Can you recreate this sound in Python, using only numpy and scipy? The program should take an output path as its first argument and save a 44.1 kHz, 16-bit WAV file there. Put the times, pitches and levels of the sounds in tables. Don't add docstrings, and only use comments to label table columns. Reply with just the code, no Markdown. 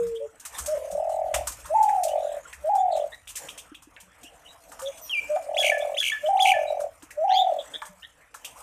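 import sys
import numpy as np
from scipy import signal
from scipy.fft import rfft, irfft, next_fast_len
from scipy.io import wavfile
from scipy.ndimage import uniform_filter1d, map_coordinates

SR = 44100
rng = np.random.default_rng(int(sys.argv[2]) if len(sys.argv) > 2 else 0)


def log_audio(samples):
    frames = np.atleast_2d(samples).T
    limited = np.clip(frames, -1, 1)
    pcm = np.round(limited * 32767).astype(np.int16)
    wavfile.write(sys.argv[1], SR, pcm)


N = 380141
TIME = np.arange(N) / SR

# (frequency [Hz], relative density [dB])
RUSTLE_SPECTRUM = [(1500, -25.5), (2200, -15), (3270, -13), (4640, -12), (6080, -4), (8530, -1.5),
                   (11000, -10.5), (14500, -11.5)]
# (frequency [Hz], relative level [dB])
TIMBER = [(1080, 0), (1250, -2.9), (1500, -2.5)]
PERCH = [(1800, -0.26), (2050, -2.8), (2320, -1.7)]
WIRE = [(2950, -0.23), (3200, -0.5)]
# (frequency [Hz], time to fall 60 dB [s])
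FLOOR = (65, 0.64)
WALL = (182, 0.23)
POST = (99, 0.085)
TRAY = (300, 0.047)


def amp(db):
    return 10 ** (np.asarray(db) / 20)


def unit(x):
    return x / np.sqrt(np.mean(x ** 2) + 1e-20)


def span(rows):
    times, *columns = np.transpose(rows)
    part = slice(max(round(times[0] * SR), 0), round(times[-1] * SR))
    return part, [np.interp(TIME[part], times, column) for column in columns]


def along(points, hz):
    point_hz, values = np.transpose(points)
    return np.interp(np.log(hz + 1), np.log(point_hz + 1), values)


def coloured(x, spectrum):
    size = next_fast_len(N + 8192)
    gain = amp(along(spectrum, np.fft.rfftfreq(size, 1 / SR)))
    return irfft(rfft(x, size) * gain, size)[:N]


def noise(spectrum):
    return unit(coloured(rng.standard_normal(N), spectrum))


def wobble(rate, size=N):
    knots = rng.standard_normal(int(size * rate / SR) + 4)
    return map_coordinates(knots, [np.arange(size) * rate / SR])


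def tone(hz, db, overtones_db=()):
    turn = 2 * np.pi * np.cumsum(hz) / SR
    wave = np.sin(turn)
    for k, overtone_db in enumerate(overtones_db):
        wave = wave + amp(overtone_db) * np.sin((k + 2) * turn)
    ends = signal.windows.tukey(len(hz), min(1, 0.0012 * SR / len(hz)))
    return np.sqrt(2) * amp(db) * wave * ends


def edges(t, length, edge_s):
    return np.clip(np.minimum(t, length - t) / edge_s, 1e-4, 1)


def hoots():
    # (start [s], length [s], start pitch [Hz], end pitch before the droop [Hz],
    # start level [dB], end level [dB], waver depth [dB], hoarseness [0-1])
    hoot_notes = [(0, 0.3, 474, 440.6, -22.5, -36.5, 4.5, 0.05),
                  (.198, 0.075, 544, 614, -28.5, -35.5, 8, 0.1),
                  (4.198, 0.88, 710, 634, -59.5, -52, 4.5, 0.44),
                  (4.814, 0.099, 518, 582, -34, -26, 2, 0.09), (7.729, 0.23, 621, 600, -61, -61, -5, .01)]
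    waver_hz, edge_s = 8.8, 0.02
    out = np.zeros(N)
    for start, length, hz, end_hz, db, end_db, waver_db, hoarse in hoot_notes:
        part, (pitch, level) = span([(start, hz, db), (start + length, end_hz, end_db)])
        t = TIME[part] - start
        level = level - waver_db * np.sin(np.pi * waver_hz * np.maximum(t - 0.035, 0)) ** 2
        already_open_s = edge_s * (start == 0)
        gain = edges(t + already_open_s, length, edge_s)
        gain = gain * (1 - hoarse + hoarse * wobble(200, len(t)))
        pitch = pitch - 45 * np.exp((t - length) / 0.018)
        pitch = pitch * (1 + 0.038 * hoarse * wobble(110, len(t)))
        out[part] += gain * tone(pitch, level)
    return out


def patchy(spectrum, patchy_db):
    z = signal.stft(rng.standard_normal(N), nperseg=512)[2]
    field = uniform_filter1d(rng.standard_normal(z.shape), 5, 0)
    field = uniform_filter1d(field, 10, 1)
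    grainy = signal.istft(z * amp(patchy_db * unit(field)), nperseg=512)[1][:N]
    return unit(coloured(grainy, spectrum))


def bed():
    # (time [s], level [dB])
    rustle_course = [(0.0, -55.5), (0.38, -68.5), (0.6, -41), (0.84, -51.5), (1.2, -60), (1.44, -52.5),
                     (3.31, -63), (3.45, -50.5), (3.82, -70), (4.92, -54.5), (6.7, -55.5), (7.06, -65),
                     (7.75, -56), (8.28, -67.5), (8.62, -50.5)]
    # (time [s], level [dB])
    rumble_course = [(0.0, -52), (0.38, -70.5), (0.65, -58), (0.84, -63), (1.41, -49.5), (1.8, -61),
                     (4.65, -68), (6.67, -64), (8.43, -70), (8.62, -61)]
    # (frequency [Hz], relative density [dB])
    bustle_spectrum = [(90, -16), (150, -4), (230, -10.5), (304, -1.5), (375, -20), (450, -1), (650, -0.5),
                       (1300, -3), (2600, -8.5), (3100, -11.5), (4500, -32.5), (6500, -57)]
    # (frequency [Hz], relative density [dB])
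    rumble_spectrum = [(20, -42), (40, -9), (62, -7), (80, -11), (140, -22.5), (250, -81)]
    rustle_db = np.interp(TIME, *np.transpose(rustle_course))
    bustle_db = -53.5 + 0.56 * (rustle_db + 54.5)
    rumble_db = np.interp(TIME, *np.transpose(rumble_course))
    unrest = 1.6 * np.tanh(wobble(22) / 1.6)
    rustle_gain = amp(rustle_db + 2.8 * unrest + 2.37 * wobble(150))
    bustle_gain = amp(bustle_db + 2.37 * unrest + 0.87 * wobble(4.5))
    rumble_gain = amp(rumble_db + 2.3 * wobble(20))
    return (rustle_gain * patchy(RUSTLE_SPECTRUM, patchy_db=4.5)
            + bustle_gain * patchy(bustle_spectrum, patchy_db=4.0)
            + rumble_gain * noise(rumble_spectrum))


def thumps():
    # (start [s], level before the soft onset [dB], hollow part that hums)
    thump_blows = [(.01, -34, WALL), (0.601, -40, FLOOR), (0.92, -45, WALL), (1.342, -33.5, FLOOR),
                   (2.553, -48.5, FLOOR), (3.717, -27.5, TRAY), (3.872, -31, TRAY), (4.029, -49, WALL),
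                   (4.24, -33.5, TRAY), (6.546, -37.5, POST), (7.03, -31.5, TRAY), (7.889, -44, WALL)]
    out, t = np.zeros(N + SR), np.arange(SR // 2) / SR
    for start, db, (hz, t60) in thump_blows:
        envelope = amp(db - 60 * t / t60) * (1 - np.exp(-t / 0.0082))
        uneven = 1 + 0.45 * wobble(0.3 * hz, len(t))
        out[round(start * SR):][:len(t)] += envelope * np.sin(2 * np.pi * hz * t) * uneven
    return out[:N]


def chirps():
    # (start [s], length [s], start pitch [Hz], end pitch [Hz],
    # level before a 3.5 dB lift [dB], octave relative to the fundamental [dB], hoarseness [about 0-1])
    chirp_notes = [(0.153, 0.033, 3150, 3450, -46, -32, 0.44), (0.54, 0.039, 1790, 1810, -48, 1.5, 0.37),
                   (2.092, 0.056, 2880, 3050, -49.5, -14, 0.27),
                   (2.148, 0.26, 3500, 3940, -57.5, -47, 0.75), (2.453, 0.013, 1440, 1370, -43, -34, 0.24),
                   (2.773, 0.059, 3440, 3500, -54.5, 0, 0.25), (2.907, 0.091, 3940, 3810, -49.5, -8.5, 1),
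                   (2.982, 0.064, 3250, 3260, -51, -12, 0.87), (3.117, 0.041, 1800, 1980, -42, -4, 0.34),
                   (4.236, 0.073, 2760, 2970, -51, -14, 0.63), (4.448, 0.054, 2920, 2910, -49, -33, 0.37),
                   (4.478, 0.053, 3770, 3950, -53.5, -15, 0.24),
                   (4.851, 0.045, 3470, 3440, -39.5, -32, 0.5),
                   (5.01, 0.077, 13900, 13800, -47.5, -60, 0.1), (5.011, 0.1, 6020, 5600, -48.5, -16, 0.25),
                   (5.802, 0.04, 3390, 3500, -42, -30, 0.26), (5.597, 0.066, 1760, 1630, -43.5, -14, 0.3),
                   (6.008, 0.037, 1700, 1710, -39, -29.5, 0.38), (6.108, .03, 3176, 3590, -35.5, -15, 0.08),
                   (6.667, 0.051, 3900, 3855, -45.5, -16, 0.21), (7.296, 0.079, 1524, 2510, -39, 6, 0.49),
                   (7.277, 0.13, 2760, 3246, -43.5, -10.5, 1.1), (7.346, 0.094, 3153, 3730, -26, -23, 0.33),
                   (6.255, 0.027, 3080, 3160, -36, -43.5, 0.5),
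                   (7.585, 0.043, 3340, 3550, -39.5, -41, 0.53), (7.733, 0.041, 1623, 1836, -48, 14, 0.6),
                   (8.022, 0.04, 2750, 3480, -43, -36, 0.38), (8.027, 0.041, 1794, 1900, -46.5, -4, 0.26)]
    out = np.zeros(N + SR)
    for start, length, hz, end_hz, db, octave_db, hoarse in chirp_notes:
        u = np.linspace(0, 1, round(length * SR))
        glide = (hz + (end_hz - hz) * u) * (1 + 0.069 * hoarse * wobble(450, len(u)))
        shape = np.sin(np.pi * u ** 0.81) * (1 - hoarse + hoarse * wobble(600, len(u)))
        upper_db = min(octave_db, -20)
        note = tone(glide, db + 3.5, [octave_db, upper_db - 13.5, upper_db - 7.5])
        out[round(start * SR):][:len(u)] += shape * note
    return out[:N]


def scuffs():
    # (start [s], scratch level before an 8 dB cut [dB], knock level [dB], modes of what is struck)
    scuff_hits = [(0.397, -33.5, -58, WIRE), (0.4509, -22.5, -42, PERCH + TIMBER),
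                  (0.5836, -19.5, -31.5, TIMBER), (0.6596, -19, -45, TIMBER), (.9123, -29.5, -50, TIMBER),
                  (1.0924, -38, -48, TIMBER), (1.3404, -14, -26.5, WIRE + PERCH + TIMBER),
                  (1.4711, -15.5, -30, TIMBER), (1.5177, -29.5, -55, TIMBER), (1.5993, -38, -54, WIRE),
                  (1.6466, -62, -40, TIMBER), (1.6554, -32, -38.5, TIMBER), (1.8256, -25, -48, TIMBER),
                  (1.8875, -36, -36, PERCH), (2.0333, -17.5, -40.5, WIRE), (2.081, -32.5, -41, WIRE),
                  (2.5282, -34, -37, PERCH), (2.7505, -31.5, -43, TIMBER), (2.963, -32.5, -43, WIRE),
                  (3.2731, -32, -39, WIRE), (3.2905, -32.5, -42, WIRE), (3.355, -21.5, -39.5, WIRE),
                  (3.4855, -32.5, -33, WIRE), (3.367, -26.5, -41, PERCH), (3.5768, -28.5, -40, WIRE),
                  (3.588, -44, -40, WIRE), (3.7458, -42.5, -39, WIRE), (3.9644, -55, -40.5, PERCH),
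                  (4.0014, -35, -51, WIRE), (4.2315, -35, -50, WIRE), (4.7179, -35, -39.5, TIMBER),
                  (4.7928, -30, -34, TIMBER), (4.8172, -31.5, -38, TIMBER), (4.9751, -34, -49, WIRE),
                  (5.3608, -66, -36.5, TIMBER), (5.779, -33.5, -55.5, PERCH), (6.8017, -31, -43, TIMBER),
                  (7.0235, -37, -45, TIMBER), (7.1054, -34.5, -41, PERCH), (7.8187, -39, -27, TIMBER),
                  (7.853, -35.5, -43, TIMBER), (8.3423, -32, -36.5, TIMBER), (8.4461, -25, -33.5, WIRE)]
    scratch, knocks, t = np.zeros(N + SR), np.zeros(N + SR), np.arange(SR // 4) / SR
    small = [(N / SR * u, -44 + 6 * v, -58 + 8 * v, TIMBER) for u, v in rng.random((12, 2))]
    for start, db, knock_db, modes in scuff_hits + small:
        first = round(start * SR)
        scratch[first:][:len(t)] += amp(db - 8 - 60 * t / 0.13) * (1 - np.exp(-t / 0.0025))
        ring = np.zeros(len(t))
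        for hz, mode_db in modes:
            ring += amp(mode_db) * wobble(0.4074 * hz, len(t)) * np.sin(2 * np.pi * hz * t)
        knocks[first:][:len(t)] += amp(knock_db - 60 * t / 0.092) * (1 - np.exp(-t / 0.002)) * ring
        crack = np.gradient(wobble(7000, len(t))) * 2
        knocks[first:][:len(t)] += amp(knock_db + 4.5 - 60 * t / 0.011) * crack
    return scratch[:N] * amp(0.52 * wobble(400)) * noise(RUSTLE_SPECTRUM) + knocks[:N]


def coo_shape(start, lead, held, slide, slack, lead_hz, from_hz, to_hz, slack_hz,
              lead_db, held_db, slack_db, last_db):
    opening_hz, scoop_hz, sink_hz = 607.5, 45, 30.83
    attack_s, break_s, settle_s, release_s = 0.00414, 0.012, 0.067, 0.06
    silent_db = 30
    jump, loosen, loose, end = start + np.cumsum([lead, held, slide, slack])
    part, (hz,) = span([(start - attack_s, opening_hz - scoop_hz),
                        (start + 0.25 * lead, opening_hz),
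                        (jump, lead_hz),
                        (jump + break_s, from_hz),
                        (loosen, to_hz),
                        (loose, slack_hz),
                        (end, slack_hz - sink_hz),
                        (end + release_s, slack_hz - 2 * sink_hz)])
    times = [start - attack_s, start + attack_s, jump, jump + settle_s, loosen, loose, end, end + release_s]
    levels = [lead_db - silent_db, lead_db - 7.0, lead_db - 1.1, held_db, held_db,
              slack_db, last_db, last_db - silent_db]
    return part, hz, np.interp(TIME[part], times, levels)


def beats_done(t, first, end, *pace):
    bend = np.polyfit(np.linspace(0, end - first, num=3), pace, deg=2)
    return np.where(t < first, 0.5, np.polyval(np.polyint(bend), t - first))


def dove():
    # (start [s], lead [s], held [s], slide [s], slack [s], lead end [Hz], held start [Hz],
    # held end [Hz], slack start [Hz], lead reference [dB], held [dB], slack [dB], last [dB])
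    coo_notes = [(.68, 0.057, 0.066, 0.24, 0.38, 624.6, 587, 560, 687.5, -27.5, -40.5, -31, -35),
                 (1.704, 0.034, .22, 0.14, 0.28, 674, 884, 796, 661.5, -26, -27.5, -28.5, -38.5),
                 (2.644, 0.045, 0.21, 0.044, .11, 661, 832, 729.5, 672.5, -26, -26, -28.5, -32.5),
                 (5.298, 0.057, .1, 0.054, 0.45, 601, 764, 595, 659.7, -25.5, -45.5, -32.5, -34),
                 (6.237, .045, .24, .06, 0.28, 623, 789, 768, 665, -25, -24.5, -30, -34.5),
                 (7.177, 0.061, .24, 0.066, 0.056, 666, 797, 735, 651, -25.5, -25.5, -30.5, -36)]
    # (first beat [s], end of the pace curve [s],
    # pace at the start [beats/s], in the middle [beats/s], at the end [beats/s])
    coo_rolls = [(.7494, 1.47, 35.8, 42, 37.75), (1.7554, 2.425, 32.4, 45.6, 35.6),
                 (2.7204, 3.13, 43.3, 42.6, 50.1), (5.3607, 6.01, 47.9, 38.1, 49.3),
                 (6.31, 6.92, 38.5, 44.4, 39.4), (7.2555, 7.655, 45.3, 39.8, 51.3)]
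    # (frequency [Hz], gain [dB])
    throat = [(300, -90.5), (400, 1.5), (500, -3.5), (560, 3.5), (595, 9), (630, 4.5), (690, -1.5),
              (770, 8.5), (900, 7.5), (1050, -14), (1500, -36.5), (3000, -9), (8000, -68)]
    # (frequency [Hz], relative density [dB])
    breath_spectrum = [(850, -60.5), (1000, -10.5), (1500, -1.5), (1900, 9), (2600, -3), (4000, -12.5),
                       (6000, -60.5)]
    out, air = np.zeros(N), np.zeros(N)
    for coo, roll in zip(coo_notes, coo_rolls):
        part, hz, db = coo_shape(*coo)
        size, since = len(hz), TIME[part] - roll[0]
        beats = beats_done(TIME[part], *roll)
        jitter = (0.04 + 0.12 * np.exp(-since / 0.09)) * wobble(40, size)
        place = (beats + jitter + 0.5) % 1 - 0.5
        rolling = np.clip(since / 0.014, 0, 1)
        slack = rolling * np.clip((770 - hz) / 110, 0, 1)
        depth = rolling * (0.93 - 0.1 * slack) * np.clip((db + 47) / 12, 0.4, 1)
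        leaning = place + 0.3 * slack * (0.25 - place ** 2)
        gate = 1 - depth + depth * np.abs(np.cos(np.pi * leaning)) ** (0.5 + 2.1 * slack)
        gate /= np.sqrt(uniform_filter1d(gate ** 2, SR // 20))
        drop = -np.tanh((place + 0.09 + 0.03 * wobble(40, size)) / 0.05)
        glide = 1 + slack * (0.105 * drop + 0.005) + 0.016 * rolling * wobble(130, size)
        glide -= 0.17 * (rolling - slack) * np.abs(2 * place) ** 5
        uneven_db = (0.7 * rolling + 0.6 * slack) * wobble(45, size)
        husk = 1 + (0.07 + 0.13 * rolling) * wobble(260, size)
        out[part] += gate * amp(uneven_db) * husk * tone(hz * glide, db, [-8, -22])
        air[part] = gate * amp(db - 37)
    return coloured(out, throat) + air * noise(breath_spectrum)


def phrase(t):
    # (time from its start [s], length [s], start pitch [Hz], end pitch [Hz],
    # start level [dB], end level [dB])
    phrase_notes = [(-.022, .022, 2420, 3900, -38, -55), (.001, 0.026, 1760, 3480, -37, -20),
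                    (0.027, .009, 5140, 4927, -31, -40.5), (0.033, 0.039, 3412, 3303, -23.5, -33.5),
                    (0.061, .067, 2750, 2763, -26, -20.5), (.132, 0.0073, 2336, 2305, -15.5, -24),
                    (0.152, .055, 1780, 1723, -24, -30)]
    hz, level = np.full(len(t), 2e3), np.full(len(t), -120.)
    for start, length, from_hz, to_hz, db, end_db in phrase_notes:
        on = (t >= start) & (t < start + length)
        u = (t[on] - start) / length
        hz[on] = to_hz + (from_hz - to_hz) * (1 - u) ** 2.4
        edge_db = 20 * np.log10(edges(t[on] - start, length, edge_s=0.0021))
        level[on] = db + (end_db - db) * u + edge_db
    return hz, level


def parakeet():
    # (start [s], level change [dB], time stretch [factor], last note's level change [dB])
    phrase_starts = [(5.565, 0, 1.0, 0), (5.965, -2, 1.01, 1), (6.39, 1, .965, -6)]
    # (time [s], pitch [Hz], level [dB])
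    whistle = [(5.095, 3300, -33), (5.108, 3210, -34), (5.135, 2790, -24), (5.155, 2403, -29.5),
               (5.19, 2343, -20.5), (5.205, 2360, -36.5), (5.25, 2250, -57)]
    # (start [s], end [s], rate [Hz], pitch swing either way [Hz])
    warble = (.064, .131, 64, 550)
    # (frequency [Hz], relative density or gain [dB])
    rasp = [(2240, -54.5), (3800, 4), (5300, -7.5), (6000, 8.5), (8130, -1.5), (9050, 7), (11000, -9.5),
            (13500, 1), (14600, -40)]
    last_note_s = 0.148
    out, breath, shrill = np.zeros(N), np.zeros(N), np.zeros(N)
    first, last, rate, swing = warble
    for start, db, stretch, last_db in phrase_starts:
        part = slice(round((start - 0.03) * SR), round((start + 0.22) * SR))
        t = (TIME[part] - start) / stretch
        size, early = len(t), t < last_note_s
        hz, level = phrase(t)
        turn = (rate * (t - first) % 1) ** 0.76
        cycle = ((t > first) & (t < last)) * np.cos(2 * np.pi * turn)
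        level = level + db + last_db * (t > last_note_s) - 22 * np.maximum(cycle, 0) ** 5
        dull_db = 12 * (t > first)
        shaky_hz = (hz + swing * cycle) * (1 + (0.004 + 0.012 * early) * wobble(500, size))
        shaky_db = level + (1 + 2 * early) * wobble(350, size)
        out[part] += tone(shaky_hz, shaky_db, [-23 - dull_db, -29 - dull_db])
        shrill_db = level - 25 + 3 * wobble(350, size)
        shrill[part] = tone(shaky_hz, shrill_db, [-1.5, 0.5, -3, -6]) * early
        breath_db = uniform_filter1d(np.maximum(level, -36), size=500) - 12
        breath[part] = amp(breath_db) * (t > 0.02) * edges(t - 0.02, 0.135, 0.01)
    out += amp(-12) * np.pad(out, (round(0.0078 * SR), 0))[:N]
    part, (hz, db) = span(whistle)
    whistle_hz = hz * (1 + 0.0085 * wobble(440, len(hz)))
    out[part] += tone(whistle_hz, db + 2 * wobble(200, len(hz)), [-30, -46, -32])
    return out + coloured(shrill, rasp) + breath * amp(2.5 * wobble(300)) * noise(rasp)


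def echoes(x):
    # (delay [s], level [dB])
    reflections = [(.0031, -12), (.0058, -14), (.0092, -15), (.0137, -17), (.019, -19)]
    return x + sum(amp(db) * np.pad(x, (round(delay * SR), 0))[:N] for delay, db in reflections)


def yard(x):
    # (frequency [Hz], time to fall 60 dB [s])
    decay = [(300, .3), (1700, .38), (2400, .6), (3400, .33), (14000, .2)]
    hz, t, z = signal.stft(rng.standard_normal(SR), SR, nperseg=256)
    fade = amp(-60 * t / along(decay, hz)[:, None])
    tail = signal.istft(z * fade, SR, nperseg=256)[1]
    return signal.fftconvolve(np.pad(x, (400, 0)), tail / np.linalg.norm(tail))[:N]


def scene():
    near = echoes(dove()) + hoots()
    far = parakeet() + chirps()
    feet = scuffs() + thumps()
    wet = amp(-23) * near + amp(-14.5) * far + amp(-14) * feet
    return (near + far + feet + yard(wet) + bed())[None]


def record(dry):
    top_hz = 14400
    size = next_fast_len(N + 8192)
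    kept = np.fft.rfftfreq(size, 1 / SR) < top_hz
    return irfft(rfft(dry, size) * kept, size)[:, :N]


dry = scene()
out = record(dry)
log_audio(out)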